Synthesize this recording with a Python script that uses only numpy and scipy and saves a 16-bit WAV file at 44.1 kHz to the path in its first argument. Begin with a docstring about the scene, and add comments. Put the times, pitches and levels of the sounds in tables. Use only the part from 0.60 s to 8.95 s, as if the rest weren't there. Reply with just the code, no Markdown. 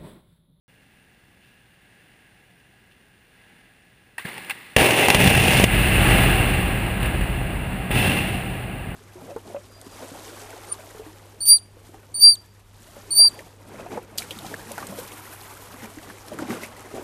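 """Bridge demolition from a boat.

Charges cut a steel span. The shock arrives through the water first and knocks on the hull; then the
air blasts crack in a volley and overload the recorder. Echoes roll along the valley while the span
falls and slaps into the river. Water laps at the boat. A camera's plastic housing colours the sound."""
import sys
import numpy as np
from scipy import signal
from scipy.fft import rfft, irfft, next_fast_len
from scipy.io import wavfile
from scipy.ndimage import uniform_filter1d, map_coordinates

SR = 44100
rng = np.random.default_rng(int(sys.argv[2]) if len(sys.argv) > 2 else 0)


def transcribe(signal):
    """Save signal, clipped to [-1, 1], as a 16-bit WAV file at the path in sys.argv[1]."""
    frames = np.atleast_2d(signal).T
    limited = np.clip(frames, -1, 1)
    pcm = np.round(limited * 32767).astype(np.int16)
    wavfile.write(sys.argv[1], SR, pcm)


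N = 368235

# loudest air blasts: (time [s], crack [dB], push [dB])
BLASTS = [(4.164, -5.5, -4), (4.1665, -3.5, -5), (4.185, -14, -14), (4.210, -18, -8), (4.307, -9, -26),
          (4.484, -4.5, -21), (4.502, -3, -24), (4.546, -5, -18), (4.549, -9, -4), (4.603, -10.5, -6),
          (4.660, -11, -2), (4.674, -11, -7), (4.777, -19, -11), (4.838, -13.5, -13), (4.882, -13, -5),
          (4.934, -12, -4), (4.999, -13, -3.5), (5.040, -2.5, -1)]
# blows of falling steel and of the span on the water: (time [s], crack [dB], push [dB])
STEEL_BLOWS = [(5.356, -20.5, -18), (6.429, -24, -13), (6.456, -24, -25), (6.611, -27, -16),
               (6.815, -42, -13), (7.307, -28, -9), (7.312, -23.5, -16), (7.349, -32, -13),
               (7.752, -33, -18)]

# roar surges: (time [s], rise [s], hold [s], base decay [dB/s],
#               boom [dB], rumble [dB], body [dB], clatter [dB])
VOLLEY_SURGES = [(4.166, 0.011, 0.024, 58, -64, -28.5, -19.5, -22.5),
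                 (4.17, 0.044, 0.3, 90, -68, -33.5, -22.5, -21.5),
                 (4.545, 0.069, 0.422, 327, -30, -19.3, -27.5, -21)]  # truss answers, quick run of charges, heavier run
FALL_SURGES = [(5.04, 0.12, 0.13, 35, -21, -21.5, -26, -22.5),
               (5.31, .2, 0.072, 19.8, -20.5, -19, -21.5, -20.5),
               (5.6, 0.54, 1.13, 4.9, -34.5, -30, -34.5, -38),
               (6.39, 0.033, .02, 50, -27, -34, -31.5, -35.5),
               (6.53, 0.044, 0.066, 32, -26, -33, -40.5, -38.5)]  # bank thunder, main roll, valley echo, steel tears, span breaks free
SPLASH_SURGES = [(7.307, 0.072, 0.093, 37, -43, -23.5, -25, -24)]  # span hits the river

# water-borne shocks on the hull: (time [s], level [dB], high mode [Hz], high mode gain [dB],
#                                  low mode [Hz], low mode gain [dB], tick T60 [s])
HULL_KNOCKS = [(3.581, -27.5, 1870, 6.5, 960, -3.5, 0.038), (3.594, -34.5, 1600, 4, 1100, -3, 0.054),
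               (3.651, -33.5, 1690, 9, 173, 9, 0.045), (3.779, -26.5, 2510, -16, 850, -5, 0.018),
               (3.847, -36, 2500, -8, 400, -16, .03), (3.897, -21.5, 2450, -1, 1810, -24, 0.045),
               (3.907, -24.5, 2710, 2, 2160, -4, 0.065)]
# boat shaking: (time [s], rise [s], hold [s], base decay [dB/s], drone [dB], rattle [dB])
HULL_SHAKES = [(3.581, .004, .008, 130, -62, -39), (3.645, 0.0089, 0.012, 25.5, -40.5, -37)]
# small passing waves: (time [s], rise [s], hold [s], decay [dB/s], level [dB])
WAVELETS = [(1.15, 0.19, 0.22, 14, -59.5), (2.68, 0.16, .12, 26, -57)]
# splashes on the boat: (time [s], level [dB], length [s])
LAPS = [(.80, -60.5, 0.23), (1.37, -70, .05), (2.309, -58, .03), (2.87, -68, .08), (2.94, -71, .05)]

# source spectra ahead of the housing: (frequency [Hz], relative density [dB])
CRACK_SPECTRUM = [(60, -8.5), (220, 1), (420, 3.5), (800, 1), (1300, -9), (2700, -4.5), (4500, -11),
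                  (7000, -15), (11000, -19.5), (15000, -25.5)]  # blast fronts
TRUSS_SPECTRUM = [(160, -30), (260, -3), (370, 2.5), (520, -1), (700, -6), (1000, -9), (1300, -24),
                  (1600, -44), (3000, -38)]  # body of the volley's echoes
BOOM_SPECTRUM = [(20, -27), (30, -10), (38, -18), (46.5, 7), (57, -5.5), (66, -6), (80, -5), (130, -64)]  # deepest echoes
RUMBLE_SPECTRUM = [(45, -29.5), (74, -3.5), (120, -3), (155, -5.5), (190, -5), (240, -11.5), (450, -41.5)]  # low echoes
CLATTER_SPECTRUM = [(700, -24.5), (1300, -7), (1700, -3), (2600, -1.5), (3400, -8), (4200, -10.5),
                    (6000, -32.5), (8000, -13.5), (9500, -13), (11800, -19.5), (15000, -16.5)]  # sharp echoes, steel blows
THUNDER_SPECTRUM = [(130, -36.5), (250, -0.5), (350, 1), (480, -4), (680, -3.5), (950, -8.5), (1250, -10),
                    (1600, -14), (3000, -41.5)]  # body of the valley's echoes
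PLUNGE_SPECTRUM = [(130, -29), (230, 2.5), (350, 2), (480, -4), (680, -2), (950, -10), (1250, -17),
                   (1600, -23), (3000, -45)]  # span entering the water
SPRAY_SPECTRUM = [(1600, -16.5), (2700, 0.5), (3600, -3), (5000, -9.5), (7000, -17), (11000, -18),
                  (15000, -23)]  # laps, treble of fall and splash
DRONE_SPECTRUM = [(70, -20.5), (125, 2), (190, 2), (270, 2.5), (420, 2.5), (650, -5), (1000, -1.5),
                  (2000, -19)]  # shaken hull
RATTLE_SPECTRUM = [(300, -11), (1000, -6), (2000, 0), (2800, -8), (4200, -8), (6200, -23), (8000, -14),
                   (10000, -15), (12000, -27), (14500, -18)]  # hull ticks and rattle
RIVER_SPECTRUM = [(20, -12), (60, -1.5), (125, -3), (250, -4), (550, -12), (1150, -17.5), (1430, -15),
                  (1660, -12), (2000, -17), (2700, -19.5), (4200, -21.5), (6000, -28.5), (9800, -28),
                  (11800, -41), (14200, -31)]  # steady wash
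WAVELET_SPECTRUM = [(100, 0), (300, -2.5), (800, -4.5), (1200, -10), (1700, -1), (2700, -10.5),
                    (4200, -13.5), (6000, -23), (9800, -20), (14500, -31)]  # passing waves

# camera housing resonances: (centre [Hz], width [Hz], lift [dB])
HOUSING_MODES = [(119.9, 21.5, 6), (183.3, 15, 5.5), (784, 105, 5), (1662, 140, 6), (2022, 390, 6),
                 (2733, 660, 10), (2760, 140, 2), (3476, 102, 6), (9305, 810, 11), (10120, 320, 6.5),
                 (14520, 830, 13)]


def volley():
    """Charges fire in quick succession, wrapped in echoes from the truss."""
    bangs = shocks(BLASTS, CRACK_SPECTRUM, crack_t60_s=0.026, push_s=0.0033)
    crackle = shocks(lesser_charges(), CRACK_SPECTRUM, crack_t60_s=0.0097, push_s=0.0024)
    echoes = roar(VOLLEY_SURGES, TRUSS_SPECTRUM, rate_hz=700, front_share=0.44, flutter_db=1.16,
                  edge_spectrum=CRACK_SPECTRUM, edge_db=0.5)
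    return bangs + crackle + echoes


def lesser_charges(count=18, first_s=4.62, last_s=5.02, crack_db=-15, push_db=-12.5, scatter_db=0.5):
    """Small charges fire unevenly between the loud ones; rows as in BLASTS."""
    times_s = first_s + (last_s - first_s) * (np.arange(count) + rng.random(count)) / count
    size_db = scatter_db * rng.standard_normal(count)
    return np.transpose([times_s, crack_db + size_db, push_db + size_db])


def collapse():
    """Thunder returns from the hills as steel tears and falls; the span hits the river, throwing spray."""
    blows = shocks(STEEL_BLOWS, CLATTER_SPECTRUM, crack_t60_s=0.07, push_s=0.0072)
    fall = roar(FALL_SURGES, THUNDER_SPECTRUM, rate_hz=2000, front_share=0.34, flutter_db=0.1,
                edge_spectrum=SPRAY_SPECTRUM, edge_db=-10)
    splash = roar(SPLASH_SURGES, PLUNGE_SPECTRUM, rate_hz=2500, front_share=0.39, flutter_db=0.9,
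                  edge_spectrum=SPRAY_SPECTRUM, edge_db=-4.5)
    return blows + fall + splash


def shocks(events, spectrum, crack_t60_s, push_s):
    """Each shock: a pressure push, plus a crack of fronts scattered by girders and water."""
    t = np.arange(SR // 8) / SR
    blast_wave = (1 - t / push_s) * np.exp(-t / push_s)  # overpressure, then longer suction
    cracks, pushes = np.zeros(N), np.zeros(N)
    for time_s, crack_db, push_db in events:
        add(cracks, time_s, amp(crack_db - 60 * t / crack_t60_s) * rng.standard_normal(len(t)))
        add(pushes, time_s, amp(push_db) * blast_wave)
    # the microphone misses the slowest part of the push
    push_band = signal.butter(2, [55, 900], "bandpass", fs=SR, output="sos")
    return housing(cracks, spectrum) + signal.sosfilt(push_band, pushes)


def roar(surges, body_spectrum, rate_hz, front_share, flutter_db, edge_spectrum, edge_db):
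    """Overlapping echoes: low ones merge into a boom, sharp ones clatter in the housing."""
    boom, rumble, body, clatter = swells(surges, decay_scales=(0.72, 0.78, 0.92, 0.96))  # bass lingers
    clumps = amp(flutter_db * wobble(rate_hz=90))
    echoes = unit(fronts(rate_hz, front_share) * clumps)
    low = boom * steady(housing(rng.standard_normal(N), BOOM_SPECTRUM))
    low += rumble * steady(housing(fronts(rate_hz=120, share=0.24), RUMBLE_SPECTRUM))
    high = body * unit(housing(echoes, body_spectrum))
    high += clatter * unit(housing(echoes, CLATTER_SPECTRUM))
    edge = unit(housing(fronts(rate_hz=700, share=0.2) * clumps, edge_spectrum))
    edge_gain = amp(edge_db) * np.sqrt(clatter / clatter.max())  # strong arrivals keep most treble
    return low + high + clatter * edge_gain * edge


def hull():
    """Each shock in the water knocks on the hull and rings a panel; the boat drones and rattles."""
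    t = np.arange(SR // 4) / SR
    ticks, rings = np.zeros(N), np.zeros(N)
    ring_envelope = t / 0.0035 * np.exp(1 - t / 0.0027)  # builds over a few cycles, heavily damped
    for time_s, level_db, high_hz, high_db, low_hz, low_db, t60_s in HULL_KNOCKS:
        add(ticks, time_s, amp(level_db - 60 * t / t60_s) * rng.standard_normal(len(t)))
        high_mode = amp(high_db) * np.sin(2 * np.pi * high_hz * t)
        low_mode = amp(low_db) * np.sin(2 * np.pi * low_hz * t)
        add(rings, time_s, amp(level_db) * ring_envelope * (high_mode + low_mode))
    drone_gain, rattle_gain = swells(HULL_SHAKES, decay_scales=(1.44, 0.92))
    drone = drone_gain * unit(housing(fronts(rate_hz=370, share=0.34), DRONE_SPECTRUM))
    rattle = rattle_gain * fronts(rate_hz=560, share=0.27)
    return rings + drone + housing(ticks + rattle, RATTLE_SPECTRUM)


def river(wash_db=-57):
    """Moving water and the far shore make a faint wash; wavelets pass, ripples lap at the boat."""
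    wave_gain, = swells(WAVELETS, decay_scales=[1])
    waves = wave_gain * unit(housing(fronts(rate_hz=500, share=0.25), WAVELET_SPECTRUM))
    t = np.arange(SR // 2) / SR
    lap_gain = np.zeros(N)
    for time_s, level_db, length_s in LAPS:
        age = 4 * t / length_s
        add(lap_gain, time_s, amp(level_db) * age * np.exp(1 - age))
    wash = amp(wash_db) * unit(housing(fronts(rate_hz=400, share=0.16), RIVER_SPECTRUM))
    laps = housing(lap_gain * fronts(rate_hz=550, share=0.5), SPRAY_SPECTRUM)
    return wash + waves + laps


def housing(x, spectrum, size=2 ** 14):
    """Unit-energy filter: source spectrum times the housing's resonances."""
    hz = np.fft.rfftfreq(size, 1 / SR)
    knots_hz, knots_db = np.transpose(spectrum)
    source_db = np.interp(np.log(hz + 1), np.log(knots_hz), knots_db)
    source_db += 12 * np.log2(np.minimum((hz + 1) / knots_hz[0], 1))  # skirts, dB/octave
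    source_db -= 24 * np.log2(np.maximum(hz / knots_hz[-1], 1))
    modes_db = sum(lift / (1 + (2 * (hz - centre) / width) ** 2) for centre, width, lift in HOUSING_MODES)
    # minimum phase: rings only after it is struck
    cepstrum = irfft(np.log(amp(source_db + modes_db) + 1e-7))
    cepstrum[1:size // 2] *= 2
    cepstrum[size // 2 + 1:] = 0
    response = irfft(np.exp(rfft(cepstrum)))[:size // 2]
    return signal.oaconvolve(x, response / np.linalg.norm(response))[:N]


def fronts(rate_hz, share):
    """Random pressure fronts carry a share of the power; diffuse noise carries the rest."""
    arrivals = rng.random(N) < rate_hz / SR
    impulses = unit(arrivals * rng.uniform(-0.94, 1, N))
    return np.sqrt(share) * impulses + np.sqrt(1 - share) * rng.standard_normal(N)


def swells(surges, decay_scales):
    """One gain curve per layer: surges rise, hold, decay at a scaled rate and add in power."""
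    power = np.zeros((len(decay_scales), N))
    for time_s, rise_s, hold_s, decay_db_per_s, *levels_db in surges:
        t = clock() - time_s
        attack = np.clip(t / rise_s, 0, 1)
        lost_db = decay_db_per_s * np.maximum(t - rise_s - hold_s, 0)
        power += [attack * amp(db - scale * lost_db) ** 2 for db, scale in zip(levels_db, decay_scales)]
    return np.sqrt(power)


def wobble(rate_hz):
    """Smooth random curve."""
    knots = rng.standard_normal(int(N * rate_hz / SR) + 4)
    return map_coordinates(knots, [clock() * rate_hz])


def steady(x):
    """Hold rms near 1 over 1/8 s: throbs without holes."""
    return x / np.sqrt(abs(uniform_filter1d(x ** 2, size=SR // 8)) + 1e-12)


def unit(x):
    """Scale to rms 1."""
    return x / np.sqrt(np.mean(x ** 2) + 1e-20)


def amp(db):
    """Decibels to gain."""
    return 10 ** (np.asarray(db) / 20)


def clock():
    """Sample times [s]."""
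    return np.arange(N) / SR


def add(track, time_s, sound):
    """Mix a sound in at time_s."""
    part = track[round(time_s * SR):][:len(sound)]
    part += sound[:len(part)]


def gain_control(x, limit_db, recover_db_per_s, lag_s):
    """Gain drops lag_s after the level passes the limit, then recovers."""
    t = clock()
    level_db = 10 * np.log10(abs(uniform_filter1d(x ** 2, size=128)) + 1e-12)
    excess_db = np.maximum(level_db - limit_db, 0)
    ramp_db = recover_db_per_s * t
    held_db = np.maximum.accumulate(excess_db + ramp_db) - ramp_db
    late_db = np.interp(t - lag_s, t, held_db)
    return x * amp(-uniform_filter1d(late_db, size=88))


def scene():
    """Mono mix at the microphone."""
    return (volley() + collapse() + hull() + river())[None]


def record(dry, low_cut_hz=20, top_hz=15350, ceiling=0.9, start_s=0.08):
    """Shock fronts outrun the gain control and clip; output is band-limited, silent until start_s."""
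    low_cut = signal.butter(3, low_cut_hz, "highpass", fs=SR, output="sos")
    x = signal.sosfilt(low_cut, dry[0])
    x = gain_control(x, limit_db=-6.5, recover_db_per_s=114, lag_s=0.0042)
    clipped = x / (1 + abs(x / ceiling) ** 6) ** (1 / 6)
    size = next_fast_len(N + SR // 2)
    passband = np.fft.rfftfreq(size, 1 / SR) < top_hz
    x = irfft(rfft(clipped, size) * passband, size)[:N]
    return (x * (clock() > start_s))[None]


dry = scene()
out = record(dry)
transcribe(out)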